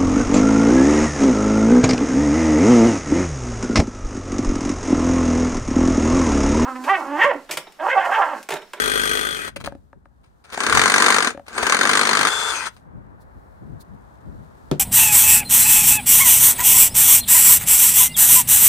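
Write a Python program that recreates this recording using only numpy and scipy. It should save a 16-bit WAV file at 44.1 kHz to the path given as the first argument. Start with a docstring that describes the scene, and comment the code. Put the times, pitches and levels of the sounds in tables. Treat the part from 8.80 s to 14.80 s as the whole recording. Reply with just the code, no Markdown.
"""A cordless reciprocating saw, close by outdoors, works through an upright plastic pipe.
One crank angle times the blade, gears and carrier: coloured noise for cutting, tones for whine, hum and motor.
The saw skims and stops, is set down again, bites and slams the pipe at each reversal, breaks through, spins down.
Noise bursts and decaying modes make scrapes, taps and a late hollow thump; noise swells make low bumps and slides.
Rumble, a distant hush and a faint rustle of leaves lie beneath, and nearby surfaces return a short, dull echo."""
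import sys
import numpy as np
from scipy import signal
from scipy.fft import rfft, irfft, next_fast_len
from scipy.io import wavfile
from scipy.ndimage import uniform_filter1d

SR = 44100
rng = np.random.default_rng(int(sys.argv[2]) if len(sys.argv) > 2 else 0)


def output_pcm(signal):
    """Save a mono or channel-first signal as 16-bit PCM at the path in sys.argv[1].

    Samples are clipped to [-1, 1] before scaling.
    """
    pcm = np.clip(np.atleast_2d(signal).T, -1, 1) * 32767
    wavfile.write(sys.argv[1], SR, np.round(pcm).astype(np.int16))


N = 264417
T = np.arange(N) / SR
SIZE = next_fast_len(N + SR // 2)
HZ = np.maximum(np.arange(SIZE // 2 + 1) * SR / SIZE, 1)

# All levels are relative: filters and the mix scale them further.
# crank speed in each of three runs: (time [s], speed [strokes per s])
CRANK_SPEED = [
    [(0, 25.6), (.34, 25.4), (.47, 26.1), (.55, 25.4), (.6, 19), (.7, 12)],
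    [(1.65, 4), (1.77, 17.08), (1.89, 15.75), (1.97, 23.02), (2.08, 24.27), (2.42, 24.85), (2.52, 10.9)],
    [(2.67, 4), (2.78, 7.24), (2.88, 16.78), (2.95, 22.62), (3.1, 25.2), (3.46, 25.1), (3.53, 26.7),
     (3.72, 26.7), (3.75, 20.6), (3.8, 19), (3.89, 11)],
]
# a moment in each run at which the blade starts to pull: time [s]
PULL_START = [0, 1.8044, 2.779]
# blade skimming the pipe: (time [s], level [dB])
SKIM_LEVEL = [(0.0, -23), (0.364, -23.5), (0.686, -35.5), (0.74, -97)]
# cutting effort in each of two deep cuts: (time [s], level [dB])
CUT_EFFORT = [
    [(1.66, -54), (1.8, -25), (1.97, -15), (2.08, -18), (2.33, -15.5), (2.42, -22), (2.485, -19),
     (2.55, -50)],
    [(2.66, -53), (2.78, -23), (2.945, -17), (2.972, -25), (3.0, -19.5), (3.16, -18.5), (3.3, -20),
     (3.47, -18), (3.5, -27.5)],
]
# blade running free: (time [s], level [dB])
FREE_LEVEL = [(3.48, -13), (3.492, -22), (3.716, -22.5), (3.85, -31), (3.866, -24), (3.884, -31),
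              (3.93, -104.5)]
# gear whine under light load: (start [s], end [s], level at top speed [dB], roughness [0-1])
GEAR_WHINE = [(0, .69, -32, 0.2), (3.098, 3.49, -36.5, .55), (3.496, 3.723, -27.5, .05),
              (3.745, 3.887, -28.5, .3)]
# hum of the blade carrier: (multiple of stroke rate [1], level [dB])
CARRIER_HUM = [(2, -20.5), (3, -31.5), (6, -23.5), (10, -17), (14, -18.5), (17, -15.5)]
# motor tone in each run: (time [s], frequency [Hz], level [dB])
MOTOR_TONE = [
    [(1.76, 6200, -60), (1.785, 7200, -43), (1.82, 9000, -52)],
    [(2.715, 6300, -58), (2.745, 7700, -51), (2.775, 9100, -40)],
    [(3.48, 7300, -48), (3.54, 7440, -41), (3.69, 7500, -42), (3.74, 6800, -46), (3.77, 6280, -32.5),
     (3.81, 5960, -48)],
]
# slow or still blade scraping in the cut: (time [s], level [dB], amplitude decay [s])
BLADE_SCRAPES = [(0.678, -29, 0.0079), (0.761, -22, 0.006), (0.802, -33, 0.011), (0.842, -29, 0.01),
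                 (0.86, -23.5, 0.0087), (1.435, -57.5, 0.032), (1.641, -39, 0.012), (1.722, -31.5, 0.038),
                 (2.666, -39.5, .005), (2.682, -35.5, 0.019), (2.729, -29, .0055), (2.827, -11.5, 0.0047),
                 (2.868, -15.5, .005), (3.965, -48.5, 0.013)]
# taps and clicks that ring the pipe: (time [s], wall level [dB], air column level [dB])
SHOE_TAPS = [(.764, -34.5, -39), (.844, -24, -37), (.874, -10.5, -30.5), (.922, -24, -35),
             (.951, -32.5, -37.5), (1.130, -28.5, -46), (1.2565, -31, -54), (1.777, -9, -48.5),
             (2.548, -28.5, -35), (2.575, -22.5, -36.5), (2.596, -25.5, -39.5), (2.766, -18.5, -46.5),
             (2.83, -10, -43.5), (2.869, -15, -45.5)]
# modes of the pipe wall: (frequency [Hz], level [dB], t60 [s])
WALL_MODES = [(728, -2, 0.022), (900, -6.5, 0.029), (1240, -2.5, 0.012), (1594, -3.5, 0.013),
              (1720, -3.5, 0.0087), (3180, -28.5, 0.0049)]
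# modes of the air column: (frequency [Hz], level [dB], t60 [s])
COLUMN_MODES = [(287, 1, 0.04), (557, 1, 0.079)]
# dull low bumps, mostly wind and handling on the microphone, at 1.966 s a low thud of the slamming saw: (time
# [s], level [dB], Gaussian spread [s])
LOW_BUMPS = [(.85, -44, 0.075), (1.17, -49, 0.0096), (1.966, -33, 0.05), (4.08, -50, 0.022),
             (4.168, -41.5, 0.027), (4.3, -50, 0.081), (4.575, -42.5, .014), (4.828, -40.5, 0.0098),
             (4.917, -39.5, 0.054), (5.139, -46, .042), (5.48, -41, .024), (5.572, -44, 0.067)]
# gloved hand sliding the fittings: (time [s], level [dB], Gaussian spread [s])
HAND_SLIDES = [(4.419, -65, 0.011), (4.647, -77.5, 0.19), (5.014, -51.5, 0.0086)]
# modes of the hollow body: (frequency [Hz], level [dB], t60 [s])
HOLLOW_MODES = [(147.4, -3.5, 0.2), (276, -5.5, 0.11), (349, -9, 0.16), (386, -4, 0.12), (573, -3.5, 0.02),
                (724, -6, 0.053), (900, -5, 0.011), (1324, -19, 0.063), (1660, -24, 0.056)]
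# hush and leaf rustle outdoors, two stretches: (time [s], hush [dB], rustle [dB])
OUTDOOR_AIR = [
    [(0.98, -68, -86), (1.21, -69.5, -94), (1.428, -66, -89), (1.6, -64.5, -87)],
    [(3.95, -61.5, -75.5), (4.078, -54.5, -91), (4.772, -54.5, -84.5), (5.88, -52.5, -77)],
]
# low rumble of air on the microphone: (time [s], level [dB])
RUMBLE_LEVEL = [(1, -53.5), (1.6, -59), (4.1, -54), (5.9, -50)]

# noise spectra, rescaled to unit power: (frequency [Hz], density [dB per Hz])
SKIM_SPECTRUM = [(24, -28), (40, -11), (124, -18.5), (422, -2.5), (479, -6.5), (1020, -14), (1210, -4),
                 (2770, -10.5), (3300, -4), (3830, -17.5), (7540, -14.5), (8990, -13), (10700, -21),
                 (14100, -22), (16000, -36)]
CUT_SPECTRUM = [(35, -64), (60, -26.5), (133, -8.5), (172, -23), (217, -3), (437, -2), (607, -7.5),
                (1510, 1), (2710, -16), (4750, -19), (7570, -14), (8320, -17.5), (9790, -24),
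                (11300, -32.5), (16000, -38.5)]
SLAM_SPECTRUM = [(35, -54.5), (60, -44.5), (172, -17), (217, -9), (448, -12), (607, -14), (1250, -1),
                 (1950, -5.5), (2710, -16), (4220, -17.5), (7570, -14), (8320, -15.5), (9790, -22),
                 (11300, -32.5), (16000, -48.5)]
FREE_SPECTRUM = [(24, -30.5), (40, -11.5), (185, -16.5), (479, -8), (715, -10), (942, 1.5), (1340, 2),
                 (2910, -15.5), (3380, -7.5), (3740, -15), (6170, -10.5), (8550, -11), (11300, -29),
                 (13800, -26), (16000, -48.5)]
SCRAPE_SPECTRUM = [(200, 2), (1000, 7.5), (3500, -3.5), (6000, -5), (9500, -8), (11500, -17.5),
                   (16000, -21)]
BUMP_SPECTRUM = [(10, -25), (30, -11.5), (55, 1), (90, 1), (200, -2), (350, -13), (600, -22.5),
                 (2000, -51.5), (8000, -84.5), (16000, -80)]
SLIDE_SPECTRUM = [(1000, -23), (2800, -16), (4000, 2), (6500, -7), (9500, -3), (13500, -5), (16000, -6.5)]
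CRACK_SPECTRUM = [(200, 4), (1000, 5.5), (2300, -10), (3500, 4), (5700, -5), (8000, -10.5), (11000, -7),
                  (16000, -26)]
CLATTER_SPECTRUM = [(40, -21.5), (130, 1.5), (300, -5.5), (650, -8), (1000, -20.5), (1700, -25.5),
                    (3500, -30.5), (7000, -38), (16000, -56.5)]
RUMBLE_SPECTRUM = [(10, -40.5), (28, -18.0), (55, 6.5), (110, -3.0), (250, -10.5), (1000, -41.0),
                   (16000, -100)]
HUSH_SPECTRUM = [(60, -9.5), (300, -3.0), (900, -1.5), (1700, -10.0), (2600, -28.0), (6000, -53),
                 (16000, -71.0)]
RUSTLE_SPECTRUM = [(800, -22.5), (2500, -7.5), (3900, -2.5), (5400, -7.0), (9500, -6.5),
                   (11300, -15.5), (13500, -8.0), (16000, -19)]
# narrow peaks of saw and pipe, and dips of the microphone: (frequency [Hz], width [Hz], level [dB])
PEAKS_AND_DIPS = [(452, 23, 4.5), (1320, 79, 2), (1490, 140, 3), (1720, 43, 0), (1880, 130, 1),
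                  (2970, 160, -1), (4120, 200, 3.5), (4900, 480, 4), (5387, 220, -6.5), (6090, 200, 2.5),
                  (7665, 460, -6), (8270, 180, 4), (9500, 700, 3), (11100, 730, -8.5)]
# response of the gear housing: (frequency [Hz], level [dB])
HOUSING_RESPONSE = [(1200, -23), (1900, 0.5), (2250, -11.5), (2480, 4.5), (2800, -15.5), (3150, 1.5),
                    (3350, -0.5), (3550, -2.5), (3900, -18.5), (7000, -7), (10000, -18.5)]
# left minus right for saw and pipe: (frequency [Hz], level [dB])
SAW_LEAN = [(60, -5.5), (250, 4), (600, 7), (1200, 6), (2200, 3), (4200, 8), (8000, 14.5), (12000, -3)]
# left-right correlation, before limiting, while skimming: (frequency [Hz], correlation [1])
SKIM_CORRELATION = [(60, -0.18), (350, -0.63), (600, -1), (900, -0.37), (1200, -1.1), (1650, -2.5),
                    (2400, 1), (3800, -0.67), (8000, 0.98), (10800, -1.5), (13000, .85)]
# and for all other contacts of saw and pipe: (frequency [Hz], correlation [1])
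CUT_CORRELATION = [(60, 0.37), (400, 0.67), (540, -0.13), (900, 0.54), (1400, 0.94), (2400, -0.78),
                   (4000, -0.38), (6000, 0.68), (8500, 0.23), (10800, -.5), (13000, .85)]

GEAR_TEETH = 131  # whine cycles per crank turn
WHINE_DB_PER_OCTAVE = 6  # the whine sinks with the crank speed
BRAKING_PER_S2, BACKLASH = 70, 0.97  # full braking (strokes per s lost each s) and roughness it adds
RIPPLE_DB, RIPPLE_HZ = 4, 59.97  # depth and spacing of the small modes of blade and housing
TEETH_DB, SLAM_DB = -5.5, 10.5  # relative to the effort
PULL_DB, SLAM_SPREAD_DB = 2.5, 1.34  # lead of pull over push; chance range either way
SLAM_DB_PER_OCTAVE = 2  # a faster blade slams harder
TICK_DB, TICK_S = -20, 0.002  # bright tick relative to its tap, and its decay
THUMP_S, THUMP_DB = 5.9135, -13
GUST_DB, GUSTS_PER_S = 1.8, 4.5


def from_db(db):
    """Logarithmic level: decibels become an amplitude ratio."""
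    return 10 ** (np.asarray(db) / 20)


def rms_one(x):
    """Power normalisation: scale to unit mean square."""
    return x / np.sqrt(np.mean(x ** 2) + 1e-20)


def in_time(rows):
    """Linear interpolation: a curve at every sample."""
    return np.interp(T, *np.transpose(rows))


def level(rows):
    """Envelope: smoothed gain from a dB curve, practically silent outside it."""
    db = np.interp(T, *np.transpose(rows), left=-140, right=-140)
    return uniform_filter1d(from_db(db), size=200)


def at_hz(points):
    """Logarithmic frequency interpolation: a curve at every spectral bin."""
    hz, value = np.transpose(points)
    return np.interp(np.log(HZ), np.log(hz), value)


def colour(x, db):
    """Minimum-phase filtering: causal colour that keeps the power of white noise."""
    cepstrum = irfft(np.log(rms_one(from_db(db))), SIZE)
    # folding the cepstrum onto positive time makes the response causal
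    cepstrum[1:SIZE // 2] *= 2
    cepstrum[SIZE // 2 + 1:] = 0
    response = np.exp(rfft(cepstrum))
    return irfft(rfft(x, SIZE) * response, SIZE)[..., :N]


def noise():
    """Incoherence: two unrelated white noises."""
    return rng.standard_normal((2, N))


def drift(rate):
    """Random modulation: straight lines join chance values of unit spread, rate per second."""
    knots = rng.standard_normal(4000)
    return np.interp(T * rate, np.arange(len(knots)), knots)


def ring(clicks, modes, spread_db):
    """Modal superposition: clicks excite decaying resonances, each with a chance strength."""
    out, at = np.zeros(N), np.flatnonzero(clicks)
    for k, (hz, db, t60) in enumerate(modes):
        radius, angle = from_db(-60 / (t60 * SR)), 2 * np.pi * hz / SR
        force = np.full(N, 1e-18)  # inaudible floor
        force[at] = clicks[at] * from_db(db + spread_db * rng.standard_normal(len(at)))
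        poles = [1, -2 * radius * np.cos(angle), radius * radius]
        out += (-1) ** k * signal.lfilter([0, np.sin(angle)], poles, force)
    return out


def add(track, s, gain, decay_s):
    """Exponential decay: add a sudden burst of power; decay_s is that of its amplitude."""
    i = int(s * SR)
    age = T[:min(N - i, SR // 4)]
    track[i:i + len(age)] += gain ** 2 * np.exp(-2 * age / decay_s)


def pair(x, alike, lean_db):
    """Stereo coherence: two noises become left and right; their middle keeps its power."""
    alike = np.clip(alike, -.9, .99)
    side, sign = np.sqrt((1 - alike) / (1 + alike)), np.array([[1], [-1]])
    lean = np.tanh(np.log(from_db(lean_db)) / 2)
    spread = x[0] + sign * side * x[1]
    return spread * (1 + sign * lean) / np.sqrt(1 + (side * lean) ** 2)


def crank():
    """Rotational kinematics: speed integrates to turns; whole turns start a pull, half turns a push."""
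    speed = in_time(np.vstack(CRANK_SPEED))
    turns = np.cumsum(speed) / SR
    for run, pull_s in zip(CRANK_SPEED, PULL_START):
        turns = turns - np.interp(pull_s, T, turns) % 1 * (T >= run[0][0])
    return speed, turns


def drive(speed, turns, repeat, throb_db, grain_db):
    """Periodic contact: part of the noise returns each stroke; throb shapes its level after reversals."""
    stroke = rng.standard_normal((2, SR // 25))
    returning = stroke[:, (turns % 1 * stroke.shape[1]).astype(int)]
    contacts = np.sqrt(repeat) * returning + np.sqrt(1 - repeat) * noise()
    jolt = (speed / speed.max()) ** 2  # the blade's inertia force grows with the square of its speed
    swell_db = throb_db * jolt * (np.exp(-(2 * turns % 1) / 0.38) - .5)
    return rms_one(contacts * from_db(swell_db + grain_db * drift(900)))


def through_saw(force, tone, likeness, lean_db):
    """Transmission: saw, pipe and microphone colour a force, mostly stronger on the left."""
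    body_db = sum(db * np.exp(-((HZ - hz) / width) ** 2) for hz, width, db in PEAKS_AND_DIPS)
    # countless small modes of blade and housing ripple the treble
    ripple = np.interp(HZ / RIPPLE_HZ, np.arange(1000), rng.standard_normal(1000))
    ripple = ripple * HZ / (HZ + 1200)
    coloured = colour(force, at_hz(tone) + body_db + RIPPLE_DB * ripple)
    sound = pair(rfft(coloured, SIZE), at_hz(likeness), at_hz(SAW_LEAN) + lean_db)
    return irfft(sound, SIZE)[:, :N]


def gears(speed, turns, flutter, octave_db, fringe_db, slip):
    """Gear meshing: tooth contacts whine through the housing; braking makes them chatter in backlash."""
    gain, rough = np.zeros((2, N))
    for start, end, db, roughness in GEAR_WHINE:
        during = (T >= start) & (T < end)
        gain[during], rough[during] = from_db(db), roughness
    braking = np.clip(-np.gradient(speed) * SR / BRAKING_PER_S2, 0, 1)
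    gain, rough = uniform_filter1d([gain, rough + BACKLASH * braking], size=900)
    gain = gain * from_db(WHINE_DB_PER_OCTAVE * np.log2(speed / speed.max()))
    phase = 2 * np.pi * GEAR_TEETH * turns
    phase = phase + flutter * np.sin(4 * np.pi * turns) + slip * rough * drift(700)
    # random modulation widens the whine into a fringe
    fringe = from_db(fringe_db) * (drift(450) * np.sin(phase) + drift(450) * np.cos(phase))
    octave = from_db(octave_db) * np.sin(2 * phase)
    whine = gain * rms_one(np.sin(phase) + fringe + octave)
    housed = irfft(rfft(whine, SIZE) * from_db(at_hz(HOUSING_RESPONSE)), SIZE)[:N]
    return housed * from_db([[4], [-7]])


def shake(turns):
    """Harmonic radiation: the swinging blade carrier hums on multiples of the stroke rate."""
    hum = sum(from_db(db) * np.sin(2 * np.pi * (k * turns + rng.random())) for k, db in CARRIER_HUM)
    return level(SKIM_LEVEL) * hum * from_db([[1.5], [-1.5]])


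def yard(x, echo_db, t60):
    """Diffuse reflection: pipes and housings nearby scatter a short, dull echo."""
    age = T[:SR // 2]
    scatter = rng.standard_normal((2, len(age))) * from_db(-60 * age / t60) * (age > .006)
    scatter = signal.sosfilt(signal.butter(1, 2500, fs=SR, output="sos"), scatter)
    scatter /= np.sqrt(np.sum(scatter ** 2, axis=1, keepdims=True))
    return x + from_db(echo_db) * signal.fftconvolve(x, scatter, axes=1)[:, :N]


def air(hush_db, rustle_db):
    """Broadband ambience: low rumble, a distant hush and a faint rustle of dry leaves."""
    s, *columns = np.vstack(OUTDOOR_AIR).T
    hush, rustle = [from_db(np.interp(T, s, db)) for db in columns]
    rumble = from_db(in_time(RUMBLE_LEVEL) + GUST_DB * drift(GUSTS_PER_S))
    rumble = rumble * colour(noise(), at_hz(RUMBLE_SPECTRUM))
    hush = hush * colour(noise(), at_hz(HUSH_SPECTRUM))
    rustle = rustle * colour(noise() * from_db(1.7 * drift(380)), at_hz(RUSTLE_SPECTRUM))
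    return (pair(rumble, alike=.1, lean_db=2.0)
            + from_db(hush_db) * pair(hush, alike=-0.5, lean_db=3.0)
            + from_db(rustle_db) * pair(rustle, alike=.1, lean_db=4.5))


def handling(scrape_db, tap_db, tail_db):
    """Friction and impact: teeth scrape grittily; taps ring the pipe wall and the air in it."""
    power, wall, column = np.zeros((3, N))
    for s, db, decay_s in BLADE_SCRAPES:
        add(power, s, from_db(db + scrape_db), decay_s)
        add(power, s, from_db(db + tail_db), .03)  # faint longer tail
    for s, db, air_db in SHOE_TAPS:
        add(power, s, from_db(db + tap_db + TICK_DB), TICK_S)
        wall[int(s * SR)], column[int(s * SR)] = from_db([db + tap_db, air_db])
    envelope = np.sqrt(uniform_filter1d(power, size=90).clip(0))
    grit = envelope * noise() * from_db(7.2 * drift(1000))
    pipe = ring(wall, WALL_MODES, spread_db=3.0) + ring(column, COLUMN_MODES, spread_db=2.5)
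    scraped = through_saw(grit, SCRAPE_SPECTRUM, CUT_CORRELATION, lean_db=-2)
    return scraped + pipe * from_db([[2], [-2]])


def swells(rows):
    """Gaussian envelope: each event rises and falls about its time."""
    return sum(from_db(db) * np.exp(-.5 * ((T - s) / length) ** 2) for s, db, length in rows)


def bumps():
    """Low-frequency pressure: dull low bumps of noise, mostly from wind and handling on the microphone."""
    dull = colour(noise(), at_hz(BUMP_SPECTRUM))
    return pair(dull, alike=-0.51, lean_db=6) * swells(LOW_BUMPS)


def slams(speed, turns, effort, crack_s, ring_s, ring_db, rebound_db, dull_hz):
    """Repeated impact: at reversals the pipe slams the shoe with a crack, a rebound and a duller rattle."""
    crack, rattle = np.zeros((2, N))
    reversals = np.flatnonzero(np.diff(np.floor(2 * turns)) > 0) + 1
    reversals = reversals[T[reversals] < FREE_LEVEL[0][0]]  # none once the blade is through
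    for i, (delay, size, luck) in zip(reversals, rng.random((len(reversals), 3))):
        pulling = turns[i] % 1 < .5
        swing_db = SLAM_DB_PER_OCTAVE * np.log2(speed[i] / speed.max())
        chance_db = SLAM_SPREAD_DB * (2 * luck - 1)
        force = effort[i] * from_db(swing_db + PULL_DB * (pulling - .5) + chance_db)
        add(crack, T[i], force, crack_s)
        add(crack, T[i] + .0007 + 0.0044 * delay, force * from_db(rebound_db) * size, crack_s)
        add(rattle, T[i] + 0.0011, force * from_db(ring_db), ring_s)
    lowpass = signal.butter(1, dull_hz, fs=SR, output="sos")
    dull = signal.sosfilt(lowpass, np.sqrt(rattle) * noise())
    impacts = np.sqrt(crack) * noise() + dull
    return from_db(SLAM_DB) * through_saw(impacts, SLAM_SPECTRUM, CUT_CORRELATION, lean_db=-0.5)


def motor(waver, motor_db):
    """Frequency modulation: the brushless motor sings a thin, unsteady tone."""
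    out = 0
    for rows in map(np.array, MOTOR_TONE):
        phase = 2 * np.pi * np.cumsum(in_time(rows[:, :2])) / SR
        out = out + level(rows[:, ::2]) * np.sin(phase + waver * drift(500))
    return from_db(motor_db) * out * from_db([[3], [-5]])


def fittings():
    """Sliding friction: glove and fittings give brief, bright hisses."""
    hiss = colour(noise(), at_hz(SLIDE_SPECTRUM))
    return pair(hiss, alike=0.19, lean_db=-1) * swells(HAND_SLIDES)


def thump(crack_db, clatter_db, clatter_s, lag):
    """Dispersion: a hard contact rings a big hollow plastic body; its low bending waves arrive last."""
    clicks, crack, clatter = np.zeros((3, N))
    clicks[int(THUMP_S * SR)] = from_db(THUMP_DB)
    add(crack, THUMP_S, from_db(crack_db), .002)
    add(clatter, THUMP_S, from_db(clatter_db), clatter_s)
    rough = colour(np.sqrt(crack) * noise(), at_hz(CRACK_SPECTRUM))
    rough = rough + colour(np.sqrt(clatter) * noise(), at_hz(CLATTER_SPECTRUM))
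    # an all-pass delays the bass
    pole = np.exp(-1 / (lag * SR))
    boom = signal.lfilter([-pole, 1], [1, -pole], ring(clicks, HOLLOW_MODES, spread_db=1.0))
    return boom * from_db([[.8], [-.8]]) + pair(rough, alike=0.11, lean_db=1.5)


def scene():
    """Superposition: one crank angle times the blade, gears and carrier; one effort sets teeth and slams."""
    speed, turns = crank()
    effort = sum(map(level, CUT_EFFORT))
    skim = level(SKIM_LEVEL) * drive(speed, turns, repeat=0.4, throb_db=16.0, grain_db=1.0)
    skim = through_saw(skim, SKIM_SPECTRUM, SKIM_CORRELATION, lean_db=1.5)
    bite = effort * drive(speed, turns, repeat=0.16, throb_db=0.0, grain_db=3.0)
    bite = through_saw(bite, CUT_SPECTRUM, CUT_CORRELATION, lean_db=-2.0)
    free = level(FREE_LEVEL) * drive(speed, turns, repeat=.7, throb_db=-1.5, grain_db=2.0)
    free = through_saw(free, FREE_SPECTRUM, CUT_CORRELATION, lean_db=-0.5)
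    saw = from_db(-2.5) * skim + from_db(TEETH_DB) * bite + from_db(-3) * free
    saw = saw + gears(speed, turns, flutter=0.34, octave_db=-18, fringe_db=-7.5, slip=1.8)
    saw = saw + shake(turns) + motor(waver=.9, motor_db=5.0)
    saw = saw + slams(speed, turns, effort, crack_s=0.0025, ring_s=0.0077, ring_db=-5.5,
                      rebound_db=-2, dull_hz=3500)
    near = saw + handling(scrape_db=-6, tap_db=-7.5, tail_db=-32.5)
    near = near + thump(crack_db=-21.5, clatter_db=-21, clatter_s=0.021, lag=0.00088)
    around = bumps() + fittings() + air(hush_db=-2.5, rustle_db=7.5)
    return yard(near, echo_db=-22, t60=0.18) + around


def record(dry):
    """Band limiting and saturation: the deepest bass is cut, peaks are rounded, the top is cut."""
    x = signal.sosfilt(signal.butter(3, 36, "high", fs=SR, output="sos"), dry)
    rounded = .95 * np.tanh(x / .95)
    return signal.sosfilt(signal.cheby2(16, 80, 16900, fs=SR, output="sos"), rounded)


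dry = scene()
out = record(dry)
output_pcm(out)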